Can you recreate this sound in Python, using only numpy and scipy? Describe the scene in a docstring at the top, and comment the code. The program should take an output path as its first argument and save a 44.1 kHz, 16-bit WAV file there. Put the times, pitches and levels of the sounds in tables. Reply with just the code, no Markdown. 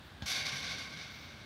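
"""Over light wind and distant hiss an insect chirrs, and a faint far tone swells briefly.
As it peaks, a basketball hits the rim of an outdoor hoop with a dull thump. The shaken hoop
chatters against its loose metal fittings in surges that weaken as it sways, and the backboard
drones low, with one heavier boom. The insect chirrs again as the chatter dies away, while the
lightly damped modes of the steel ring, driven by the same clicks, sound on."""
import sys
import numpy as np
from scipy import signal
from scipy.fft import rfft, irfft
from scipy.io import wavfile

SR = 44100
rng = np.random.default_rng(int(sys.argv[2]) if len(sys.argv) > 2 else 0)


def waveform_to_disk(signal):
    """Save audio, clipped to [-1, 1], as 16-bit WAV at the path in sys.argv[1]."""
    frames = np.transpose(np.atleast_2d(signal))
    scaled = np.clip(frames, -1, 1) * 32767
    samples = np.round(scaled).astype(np.int16)
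    wavfile.write(sys.argv[1], SR, samples)


N = 63945
HIT_S = .2218  # the ball meets the rim


def ball():
    """Impact of rubber on steel: a damped thump sinks in pitch as the rim gives way."""
    # spectrum of the slap (frequency [Hz], spectral level [dB])
    slap_spectrum = [(150, -27), (450, -7), (750, 5), (1100, -4), (1600, 2.5), (2600, -3.5), (3800, 4.5),
                     (6500, -9.5), (9000, -29), (16000, -29)]
    end_hz, drop_hz, sink_s = 61, 165, .0053
    t = since(HIT_S)
    hz = end_hz + drop_hz * np.exp(-t / sink_s)
    phase = 2 * np.pi * np.cumsum(hz * (t > 0)) / SR
    thump = amp(-32.5) * np.cos(phase) * np.exp(-t / .021)
    pole_knock = amp(-45) * np.cos(2 * np.pi * 205.6 * t) * np.exp(-t / .028)
    flattening = np.minimum(t / .0034, 1)  # the ball squashes against the rim
    slap_envelope = (t > 0) * (amp(-37.5) * np.exp(-t / .0024) + amp(-49.5) * np.exp(-t / .07))
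    return flattening * (thump + pole_knock) + slap_envelope * noise(slap_spectrum)


def contacts(part_count=6):
    """Intermittent contact: loose parts click at random, one row each, in surges that add in power."""
    # surges of chatter (start [s], rise [s], hold [s], decay time [s], level [dB], treble gain [dB])
    surges = [(0.256, 0.0069, 0.024, 0.012, -37, 4), (0.289, 0.0083, 0.017, 0.046, -36.5, 5),
              (0.34, 0.011, 0.023, 0.069, -39.5, 0.5), (0.447, 0.006, .03, 0.031, -37, -2.5),
              (0.511, 0.0061, 0.036, 0.097, -41, -1.5), (0.622, 0.0068, 0.044, .035, -40.5, -9),
              (.682, 0.011, 0.018, 0.047, -40.5, -3.5), (0.77, 0.0039, 0.021, 0.077, -42.5, -2),
              (.875, 0.045, 0.081, 0.24, -48.5, -7.5), (1.225, .01, 0.042, 0.35, -57, -31.5)]
    mean_clicks_per_s, spread_db, treble_hz = 1600, 4, 6600
    rate = mean_clicks_per_s * np.repeat(rng.uniform(0, 2, N), repeats=64)[:N]
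    strength = amp(spread_db * np.clip(rng.standard_normal(N), -2, 2)) * rng.choice([-1, 1], N)
    train = unit((rng.random(N) < rate / SR) * strength)
    clicks = train * (rng.integers(0, part_count, N) == np.arange(part_count)[:, None])
    low_power, treble_power = 0, 0
    for start, rise, hold, fade, db, treble_db in surges:
        surge = amp(db) * np.minimum(since(start) / rise, 1) * np.exp(-since(start + rise + hold) / fade)
        low_power += surge ** 2
        treble_power += (surge * amp(treble_db)) ** 2
    low = signal.sosfiltfilt(signal.butter(2, treble_hz, fs=SR, output="sos"), clicks)
    return low * np.sqrt(low_power) + (clicks - low) * np.sqrt(treble_power)


def inertia(parts):
    """Inertia: light parts chatter at once, while the low clank of the heavy ones builds up."""
    heavy_below_hz, start_db, build_s = 1730, -6.5, .083
    low = signal.sosfiltfilt(signal.butter(4, heavy_below_hz, fs=SR, output="sos"), parts)
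    return parts - low + low * amp(start_db * np.exp(-since(HIT_S) / build_s))


def dense_modes(size=256):
    """Modal overlap: close modes merge into noise, each band dying at its own rate; unit energy."""
    # ringing of the metal (frequency [Hz], time to fall 60 dB [s])
    decay_times = [(300, 0.95), (1500, 0.34), (2300, 0.44), (4000, 0.26), (7000, 0.17), (15000, 0.043)]
    hz, t, bands = signal.stft(rng.standard_normal(N), SR, nperseg=size)
    t60 = read(decay_times, hz)[:, None]
    damped = bands * np.exp(-np.log(1000) * t / t60) / np.sqrt(t60)
    response = signal.istft(damped, SR, nperseg=size)[1][:N]
    return response / np.linalg.norm(response)


def rattle(parts):
    """Convolution: each loose part's clicks sound directly and through its own impulse response."""
    # resonances of the fittings (frequency [Hz], spectral level [dB])
    metal_spectrum = [(250, -27), (450, -13.5), (760, -6), (900, -15.5), (1100, -1), (1280, -11.5),
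                      (1520, 2.5), (1780, -6), (2030, -1), (2230, 4), (2550, -3), (3000, -3.5), (3650, 2),
                      (4150, -2), (4600, 0), (5150, -5), (5850, -1), (6500, -10.5), (7500, -18),
                      (10300, -21), (11250, -18), (12300, -23.5), (13500, -33), (16000, -31)]
    direct = amp(-6) * parts.sum(0)
    ringing = sum(signal.fftconvolve(clicks, dense_modes())[:N] for clicks in parts)
    return colour(direct + ringing, metal_spectrum)


def steel_ring(clicks, line_width_hz=2.83):
    """Resonance: modes store the clicks' energy and lose it exponentially; close pairs beat."""
    # clear modes of the ring (frequency [Hz], rms level [dB], time to fall 60 dB [s])
    modes = [(766, -66.5, 0.51), (1098, -67.5, 3.6), (1511, -62.5, 2.4), (1573, -61, 2.6),
             (1587, -62.5, 1.06), (1636, -65, 2.1), (2143, -55, 2.5), (2163, -57.5, 2.7), (2218, -62, 0.34),
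             (2267, -57, 2.54), (2363, -65.5, 0.41), (3583, -63.5, 1.4), (3460, -68, 1.7), (4588, -59.5, 1)]
    t, ringing = since(0), 0
    for hz, db, t60 in modes:
        retained = np.exp(-2 * np.log(1000) / (t60 * SR))
        energy = signal.lfilter([1], [1, -retained], clicks ** 2)
        # jolts, taken as a random walk of phase, widen the spectral line
        jolts = np.cumsum(rng.standard_normal(N)) * np.sqrt(2 * np.pi * line_width_hz / SR)
        ringing += amp(db) * unit(np.sqrt(energy) * np.sin(2 * np.pi * hz * t + jolts))
    return ringing


def backboard():
    """Forced vibration: the board takes up the shaking and drones, booming at one heavier sway."""
    # drone of board and pole (frequency [Hz], spectral level [dB])
    drone_spectrum = [(40, -34), (80, -7.5), (130, -1.5), (170, -5.5), (250, -8.5), (350, -18), (600, -14),
                      (1200, -44)]
    rise_s, fade_s, boom_hz = .08, .83, 133.6
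    t = since(HIT_S)
    drone = amp(-49) * (1 - np.exp(-t / rise_s)) * np.exp(-t / fade_s) * noise(drone_spectrum)
    boom = amp(-43) * swell(peak_s=.539, width_s=.015) * np.sin(2 * np.pi * boom_hz * t)
    return drone + boom


def insect(pulses_per_s=150):
    """Amplitude modulation: a thin, high noise band pulses in the chirrs of an insect in the grass."""
    # chirrs (start [s], duration [s], level [dB])
    chirrs = [(.028, 0.063, -71), (1.10, 0.19, -70.5)]
    # band of the chirr (frequency [Hz], spectral level [dB])
    chirr_spectrum = [(9000, -50), (12500, -20), (13700, 0), (14700, -4), (16000, -6)]
    t = since(0)
    envelope = sum(amp(db) * np.clip(np.minimum(t - start, start + length - t) / .02, 0, 1)
                   for start, length, db in chirrs)
    pulsing = 1 + .5 * np.sin(2 * np.pi * pulses_per_s * t)
    return envelope * unit(noise(chirr_spectrum) * pulsing)


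def air():
    """Bandwidth sets the sense of pitch: broad noise is wind and hiss, a narrow band a far tone."""
    # wind and distant hiss (frequency [Hz], spectral level [dB])
    wind_spectrum = [(15, -50), (30, -36), (42, -17.5), (62, -1), (100, -2), (170, -4), (280, -8.5),
                     (410, -15.5), (570, -15), (800, -15), (1250, -13.5), (1580, -12.5), (2000, -17),
                     (2500, -20), (3650, -15.5), (4800, -24.5), (6200, -32.5), (9000, -36.5), (15500, -41)]
    # band of the far tone (frequency [Hz], spectral level [dB])
    tone_spectrum = [(1300, -44), (1520, -13), (1620, 2.5), (1800, -47)]
    wind = amp(-53) * noise(wind_spectrum)
    far_tone = amp(-58.5) * swell(peak_s=.23, width_s=.072) * noise(tone_spectrum)
    return wind + far_tone


def amp(db):
    """Amplitude ratio of a level in decibels."""
    return 10 ** (np.asarray(db) / 20)


def unit(x):
    """Normalisation to rms 1."""
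    return x / np.sqrt(np.mean(x ** 2) + 1e-20)


def read(points, hz):
    """Interpolation on a log-frequency axis."""
    point_hz, value = np.transpose(points)
    return np.interp(np.log(hz + 1), np.log(point_hz + 1), value)


def since(start):
    """Elapsed seconds, zero before the start."""
    return np.maximum(np.arange(N) / SR - start, 0)


def swell(peak_s, width_s):
    """Gaussian envelope of height 1."""
    return np.exp(-((since(0) - peak_s) / width_s) ** 2)


def noise(spectrum):
    """Spectral shaping of white noise, at rms 1."""
    gain = amp(read(spectrum, np.fft.rfftfreq(N, 1 / SR)))
    return unit(irfft(rfft(rng.standard_normal(N)) * gain, N))


def colour(x, spectrum, size=4096):
    """Minimum-phase filtering: a causal response of unit energy with the given spectrum."""
    log_gain = np.log(amp(read(spectrum, abs(np.fft.fftfreq(size, 1 / SR)))))
    taps = np.fft.ifft(np.exp(np.conj(signal.hilbert(log_gain)))).real[:size // 2]
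    return signal.fftconvolve(x, taps / np.linalg.norm(taps))[:N]


def scene():
    """Superposition of blow, rattle, ring, drone and background in one channel."""
    parts = inertia(contacts())
    return (ball() + rattle(parts) + steel_ring(parts.sum(0)) + backboard() + insect() + air())[None]


def record(dry):
    """Band limiting: a linear-phase low-pass removes the highest treble."""
    taps = signal.firwin(511, cutoff=15800, window=("kaiser", 9), fs=SR)
    return signal.oaconvolve(dry, taps[None], "same")


dry = scene()
out = record(dry)
waveform_to_disk(out)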